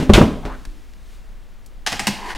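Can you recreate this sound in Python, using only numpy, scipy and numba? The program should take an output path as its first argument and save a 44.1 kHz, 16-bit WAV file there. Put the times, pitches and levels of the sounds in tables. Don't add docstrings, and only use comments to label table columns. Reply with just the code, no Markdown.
import sys
import numpy as np
from scipy import signal
from scipy.fft import rfft, irfft
from scipy.io import wavfile
from numba import njit

SR = 44100
rng = np.random.default_rng(int(sys.argv[2]) if len(sys.argv) > 2 else 0)


def materialize(psi):
    bounded = np.clip(np.atleast_2d(psi).T, -1, 1)
    quanta = np.round(bounded * 32767).astype(np.int16)
    wavfile.write(sys.argv[1], SR, quanta)


N = 104781
T = np.arange(N) / SR

# start_s, ring_db, contact_ms, dull_thud_db, bright_clank_db, case_thump_db
PANEL_BLOWS = [(0.0, -11.5, 2.37, -21, -27.5, -38), (0.025, -31, 4.5, -27, -36.5, -11.5),
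               (0.0947, -26, 0.92, -9.5, -31.5, 9), (0.1361, -23, 1.6, -10.5, -8, -25),
               (0.1769, -8, 1.63, -4.5, -47.5, -4.5), (0.2108, -18.5, 0.66, -4, -35, -2),
               (0.452, -29.5, 0.98, -25.5, -55, -38)]
# start_s, rattle_db, hollow_knock_db, low_thud_db
SET_DOWN_KNOCKS = [(1.8641, -15, -49, -46), (1.8720, -17.5, -68, -35.5), (1.9206, -22.5, -32.5, -40),
                   (1.927, -22, -53, -26), (1.994, -17, -59, -38), (1.999, -26.5, -33.5, -35),
                   (2.0694, -16, -29, -47), (2.0730, -37, -19.5, -30.5), (2.078, -22, -27.5, -24),
                   (2.350, -32, -73, -35), (2.3582, -35, -41, -43)]
WAVER_HZ = 10.6
DIP_S, DIP_HALF_S = 2.345, 0.0052
GRIT_SPREAD_DB = 2


def undb(db):
    return 10 ** (np.asarray(db) / 20)


def unit(x):
    return x / np.sqrt(np.mean(x ** 2))


def fade(seconds, t60):
    return np.exp(-np.log(1000) * seconds / t60)


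def curve(rows, col=1):
    rows = np.array(rows, float)
    return np.interp(T, rows[:, 0], rows[:, col])


def noise():
    return rng.standard_normal(N)


def band(x, hz, width_hz):
    return signal.lfilter(*signal.iirpeak(min(hz, .45 * SR), hz / width_hz, fs=SR), x)


@njit
def sweep(x, hz, width):
    y, b, l = np.empty(len(x)), 0., 0.
    for i in range(len(x)):
        g = np.tan(np.pi * hz[i] / SR)
        v = (b + g * (x[i] - l)) / (1 + g * (g + width))
        b, l, y[i] = 2 * v - b, l + 2 * g * v, width * v
    return y


def clicks(times, db):
    x = np.zeros(N)
    places = np.clip((np.asarray(times) * SR).astype(int), 0, N - 1)
    np.add.at(x, places, undb(db))
    return x


def grit(per_s, spread_db):
    chance, size = rng.random((N, 2)).T
    happens = chance < per_s / SR
    return unit(happens * undb(-spread_db * np.log(size + 1e-9)) * np.sign(noise()))


def ring(modes):
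    return sum(undb(db) * fade(T, t60) * np.sin(2 * np.pi * hz * T) for hz, db, t60 in modes)


def bursts(hits, colour, t60, slope, source):
    colour, out, power = np.array(colour, float), 0, 0
    for hz in 40 * 2 ** np.arange(0, 8.7, 1 / 3):
        level_db = np.interp(np.log(hz), np.log(colour[:, 0]), colour[:, 1], left=-60)
        gain = undb(level_db) * np.sqrt(hz)
        band_t60 = t60 * (hz / 1000) ** slope
        envelope = signal.lfilter([1], [1, -fade(1 / SR, band_t60)], hits)
        grain = unit(band(source(), hz, hz / 3))
        out = out + gain * band(envelope * grain, hz, hz / 2)
        power = power + gain ** 2
    return out / np.sqrt(power)


def panel():
    # pitch_hz, level_db, t60_s
    sheet_modes = [(158.8, -6, 0.38), (257, -4.5, 0.63), (334, -7, 0.25), (397.3, -6, 0.31), (575, -6, 0.4),
                   (667, 0, 0.1), (940, -8.5, 0.37)]
    # pitch_hz, level_db, t60_s
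    case_modes = [(105.3, -11, 0.027), (212.1, 1.5, 0.051), (388, -0.5, 0.043), (584, -3.5, 0.037)]
    # pitch_hz, level_db_per_hz
    clank_colour = [(400, -12), (700, 4), (1500, 0.5), (2600, 1.5), (3250, -3), (3900, -9), (5000, -8),
                    (9000, -16.5), (15500, -32.5)]
    clank_t60_s, clank_slope = 0.24, -0.0123
    bend_s = 0.00056

    blows = np.array(PANEL_BLOWS, float)
    sheet_push, case_push = np.zeros(N), np.zeros(N)
    for start_s, ring_db, contact_ms, _, _, thump_db in blows:
        push = np.hanning(int(contact_ms * SR / 1000) + 3)
        push = push / push.sum()
        first = int(start_s * SR)
        sheet_push[first:first + len(push)] -= undb(ring_db) * push
        case_push[first:first + len(push)] -= undb(thump_db) * push
    sheet = signal.fftconvolve(sheet_push, ring(sheet_modes))[:N]
    case = signal.fftconvolve(case_push, ring(case_modes))[:N]
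    bend = bend_s * unit(band(noise(), WAVER_HZ, WAVER_HZ))
    sheet = np.interp(T + bend, T, sheet)
    clank = bursts(clicks(blows[:, 0], blows[:, 4]), clank_colour, clank_t60_s, clank_slope, noise)
    return sheet + case + clank


def flexing():
    # start_s, level_db, pitch_hz, t60_s
    flexes = [(0.096, 2.5, 87, 0.066), (0.133, -0.5, 41.6, 0.22), (0.1764, -1, 339, 0.088),
              (0.2113, 1, 248.6, 0.084), (0.2102, -6, 157, 0.1), (0.241, -9, 240.5, 0.096),
              (0.264, -17, 269.5, 0.22), (0.45, -23, 44.2, 0.47), (0.673, -22, 30.3, 0.19),
              (2.345, -24, 25, 0.91)]
    out = 0
    for start_s, level_db, pitch_hz, t60_s in flexes:
        swing = -np.roll(ring([(pitch_hz, level_db, t60_s)]), int(start_s * SR))
        out = out + swing * (T >= start_s)
    return out


def thuds():
    # pitch_hz, level_db_per_hz
    thud_colour = [(29, -13), (50, -6.5), (275, 0.5), (369, -6), (639, -9), (1240, -12.5), (1850, -31),
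                   (4000, -47)]
    thud_t60_s, thud_slope = 0.11, -0.3
    blows, set_downs = np.array(PANEL_BLOWS, float), np.array(SET_DOWN_KNOCKS, float)
    hits = clicks(blows[:, 0], blows[:, 3]) + clicks(set_downs[:, 0], set_downs[:, 3])
    return bursts(hits, thud_colour, thud_t60_s, thud_slope, noise)


def slide():
    # start_s, level_db, resonance_hz
    path = [(0.422, -78, 560), (0.432, -42.5, 640), (0.449, -43, 900), (0.46, -45.5, 715), (0.50, -37, 880),
            (0.53, -41, 1110), (0.553, -44, 1338), (0.563, -53, 1310), (0.63, -62, 1150)]
    clicks_per_s, width, hiss_db = 3000, .28, -1
    slips = grit(clicks_per_s, GRIT_SPREAD_DB)
    pitch = curve(path, col=2)
    tone = unit(sweep(sweep(slips, pitch, 2 * width), pitch, width))
    hiss = undb(hiss_db) * unit(band(band(slips, 730, 1250), 730, 900))
    sliding = (T > path[0][0]) * (T < path[-1][0])
    return sliding * undb(curve(path)) * (tone + hiss)


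def ticks():
    # start_s, level_db, pitch_hz, width_hz, t60_s
    puffs = [(0.095, -22, 2200, 1500, .05), (0.1355, -7, 3300, 800, 0.08), (0.451, -33, 1500, 2000, 0.14),
             (0.651, -45, 1570, 300, 0.06), (0.652, -34, 1800, 5000, 0.025), (0.656, -49.5, 280, 60, 0.78),
             (0.936, -45, 3000, 4000, 0.014), (1.661, -45, 6500, 7000, 0.05),
             (2.0694, -18, 5000, 6000, 0.09), (2.0705, -26, 840, 150, 0.08)]
    out = 0
    for start_s, level_db, pitch_hz, width_hz, t60_s in puffs:
        envelope = fade(np.maximum(T - start_s, 0), t60_s) * (T >= start_s)
        grain = unit(band(band(noise(), pitch_hz, 2 * width_hz), pitch_hz, width_hz))
        out = out + undb(level_db) * envelope * grain
    return out


def knocks():
    # pitch_hz, level_db_per_hz
    rattle_colour = [(150, -16), (450, -6), (640, -7), (770, 5.5), (1310, -7.5), (1480, 0), (4170, -6),
                     (4630, -1), (10400, -17.5), (15500, -50)]
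    # pitch_hz, width_hz, level_db
    rattle_peaks = [(760, 120, -4), (1100, 150, -8), (1900, 300, 0), (2800, 400, -2)]
    rattle_t60_s, rattle_slope, spread_db = .06, -.05, 2.0
    crack_db, crack_hz, crack_width_hz = 11, 2200, 4000

    rows = np.array(SET_DOWN_KNOCKS, float)
    grains = grit(12000, spread_db)
    hits = clicks(rows[:, 0], rows[:, 1])
    rattle = bursts(hits, rattle_colour, rattle_t60_s, rattle_slope, lambda: grains * noise())
    rattle += band(clicks(rows[:, 0], rows[:, 1] + crack_db), crack_hz, crack_width_hz)
    return rattle + sum(undb(db) * band(rattle, hz, width) for hz, width, db in rattle_peaks)


def hollow():
    # pitch_hz, level_db, t60_s
    hollow_modes = [(200.7, 0.5, 0.18), (143, -6, 0.29)]
    held_s = 0.057
    rows = np.array(SET_DOWN_KNOCKS, float)
    stopped = ring(hollow_modes) * np.exp(-(T / held_s) ** 6)
    return signal.fftconvolve(clicks(rows[:, 0], rows[:, 2]), stopped)[:N]


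def drag():
    # start_s, level_db, brightening_db
    path = [(2.14, -60, -6), (2.17, -43, -8), (2.226, -38, -9), (2.27, -36, -6), (2.294, -34, -5),
            (2.306, -36, 1.5), (2.328, -41, -3), (2.345, -54, 0)]
    # pitch_hz, width_hz, level_db
    peaks = [(893, 320, 3), (1640, 550, 5), (2905, 130, -4.5), (4450, 430, -7)]
    clicks_per_s, chatter_db, hiss_db, low_db = 3000, 1, -5.5, -4.5
    glide_per_s = 1.5

    chatter = undb(chatter_db * unit(band(noise(), 83, 72)))
    slips = grit(clicks_per_s, GRIT_SPREAD_DB) * chatter
    hz, width, db = peaks[0]
    climb = hz * (1 + glide_per_s * np.clip(T - path[2][0], -.1, .1))
    gliding = undb(db) * unit(sweep(sweep(slips, climb, 2 * width / hz), climb, width / hz))
    low = undb(low_db) * unit(band(band(slips, 420, 270), 420, 270))
    upper = undb(hiss_db) * unit(band(band(noise(), 4100, 5900), 5200, 7900))
    for hz, width, db in peaks[1:]:
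        upper = upper + undb(db) * unit(band(band(slips, hz, 2 * width), hz, width))
    dragging = (T > path[0][0]) * (T < DIP_S)
    return dragging * undb(curve(path)) * (gliding + low + undb(curve(path, col=2)) * upper)


def echoes(near, far):
    t60_s, slope, near_db, far_db = 0.58, -0.072, -13, -4.5
    drift_s = .00012
    tail = bursts(clicks([.004], [0]), [(40, 0), (16000, 0)], t60_s, slope, noise)
    tail = tail / np.sqrt(np.sum(tail ** 2))
    room = signal.fftconvolve(undb(near_db) * near + undb(far_db) * far, tail)[:N]
    drift = drift_s * unit(band(noise(), WAVER_HZ, WAVER_HZ))
    return np.interp(T + drift, T, room)


def shop():
    # pitch_hz, level_db_per_hz
    room_colour = [(26, -35), (45, 3), (129, -16), (220, -13), (262, -17), (866, -24.5), (2040, -28),
                   (14100, -45), (15500, -42.5)]
    # start_s, level_db
    rumble_level = [(0.5, -35), (2.332, -42.5), (2.37, -37)]
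    # start_s, level_db
    rustle_level = [(0.6, -56), (1.0, -63), (1.14, -54.5), (1.22, -63.5), (1.85, -88)]
    hiss_db, rumble_hz, rumble_width_hz = -48.5, 23.77, 10.8

    pitches, rows = np.fft.rfftfreq(N, 1 / SR), np.array(room_colour, float)
    colour_db = np.interp(np.log(pitches + 1), np.log(rows[:, 0]), rows[:, 1], left=-60)
    hiss = unit(irfft(rfft(noise()) * undb(colour_db), N))
    rumble = unit(band(band(noise(), rumble_hz, rumble_width_hz), rumble_hz, rumble_width_hz))
    rustle = unit(band(noise(), 2500, 4200))
    return undb(hiss_db) * hiss + undb(curve(rumble_level)) * rumble + undb(curve(rustle_level)) * rustle


def scene():
    near = panel() + thuds() + slide() + ticks() + hollow()
    far = knocks() + drag()
    dip = np.clip(np.abs(T - DIP_S) / DIP_HALF_S, 0, 1)
    mono = (near + far + echoes(near, far) + shop()) * dip + flexing()
    return np.array([mono, mono])


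def record(dry):
    offsets = [
        [-.0128],
        [.0054],
    ]
    top_hz = 15700
    overloaded = np.clip(dry + np.array(offsets), -1, 1)
    top_cut = signal.ellip(8, .1, 70, top_hz, fs=SR, output="sos")
    return np.clip(signal.sosfilt(top_cut, overloaded), -1, 1)


dry = scene()
out = record(dry)
materialize(out)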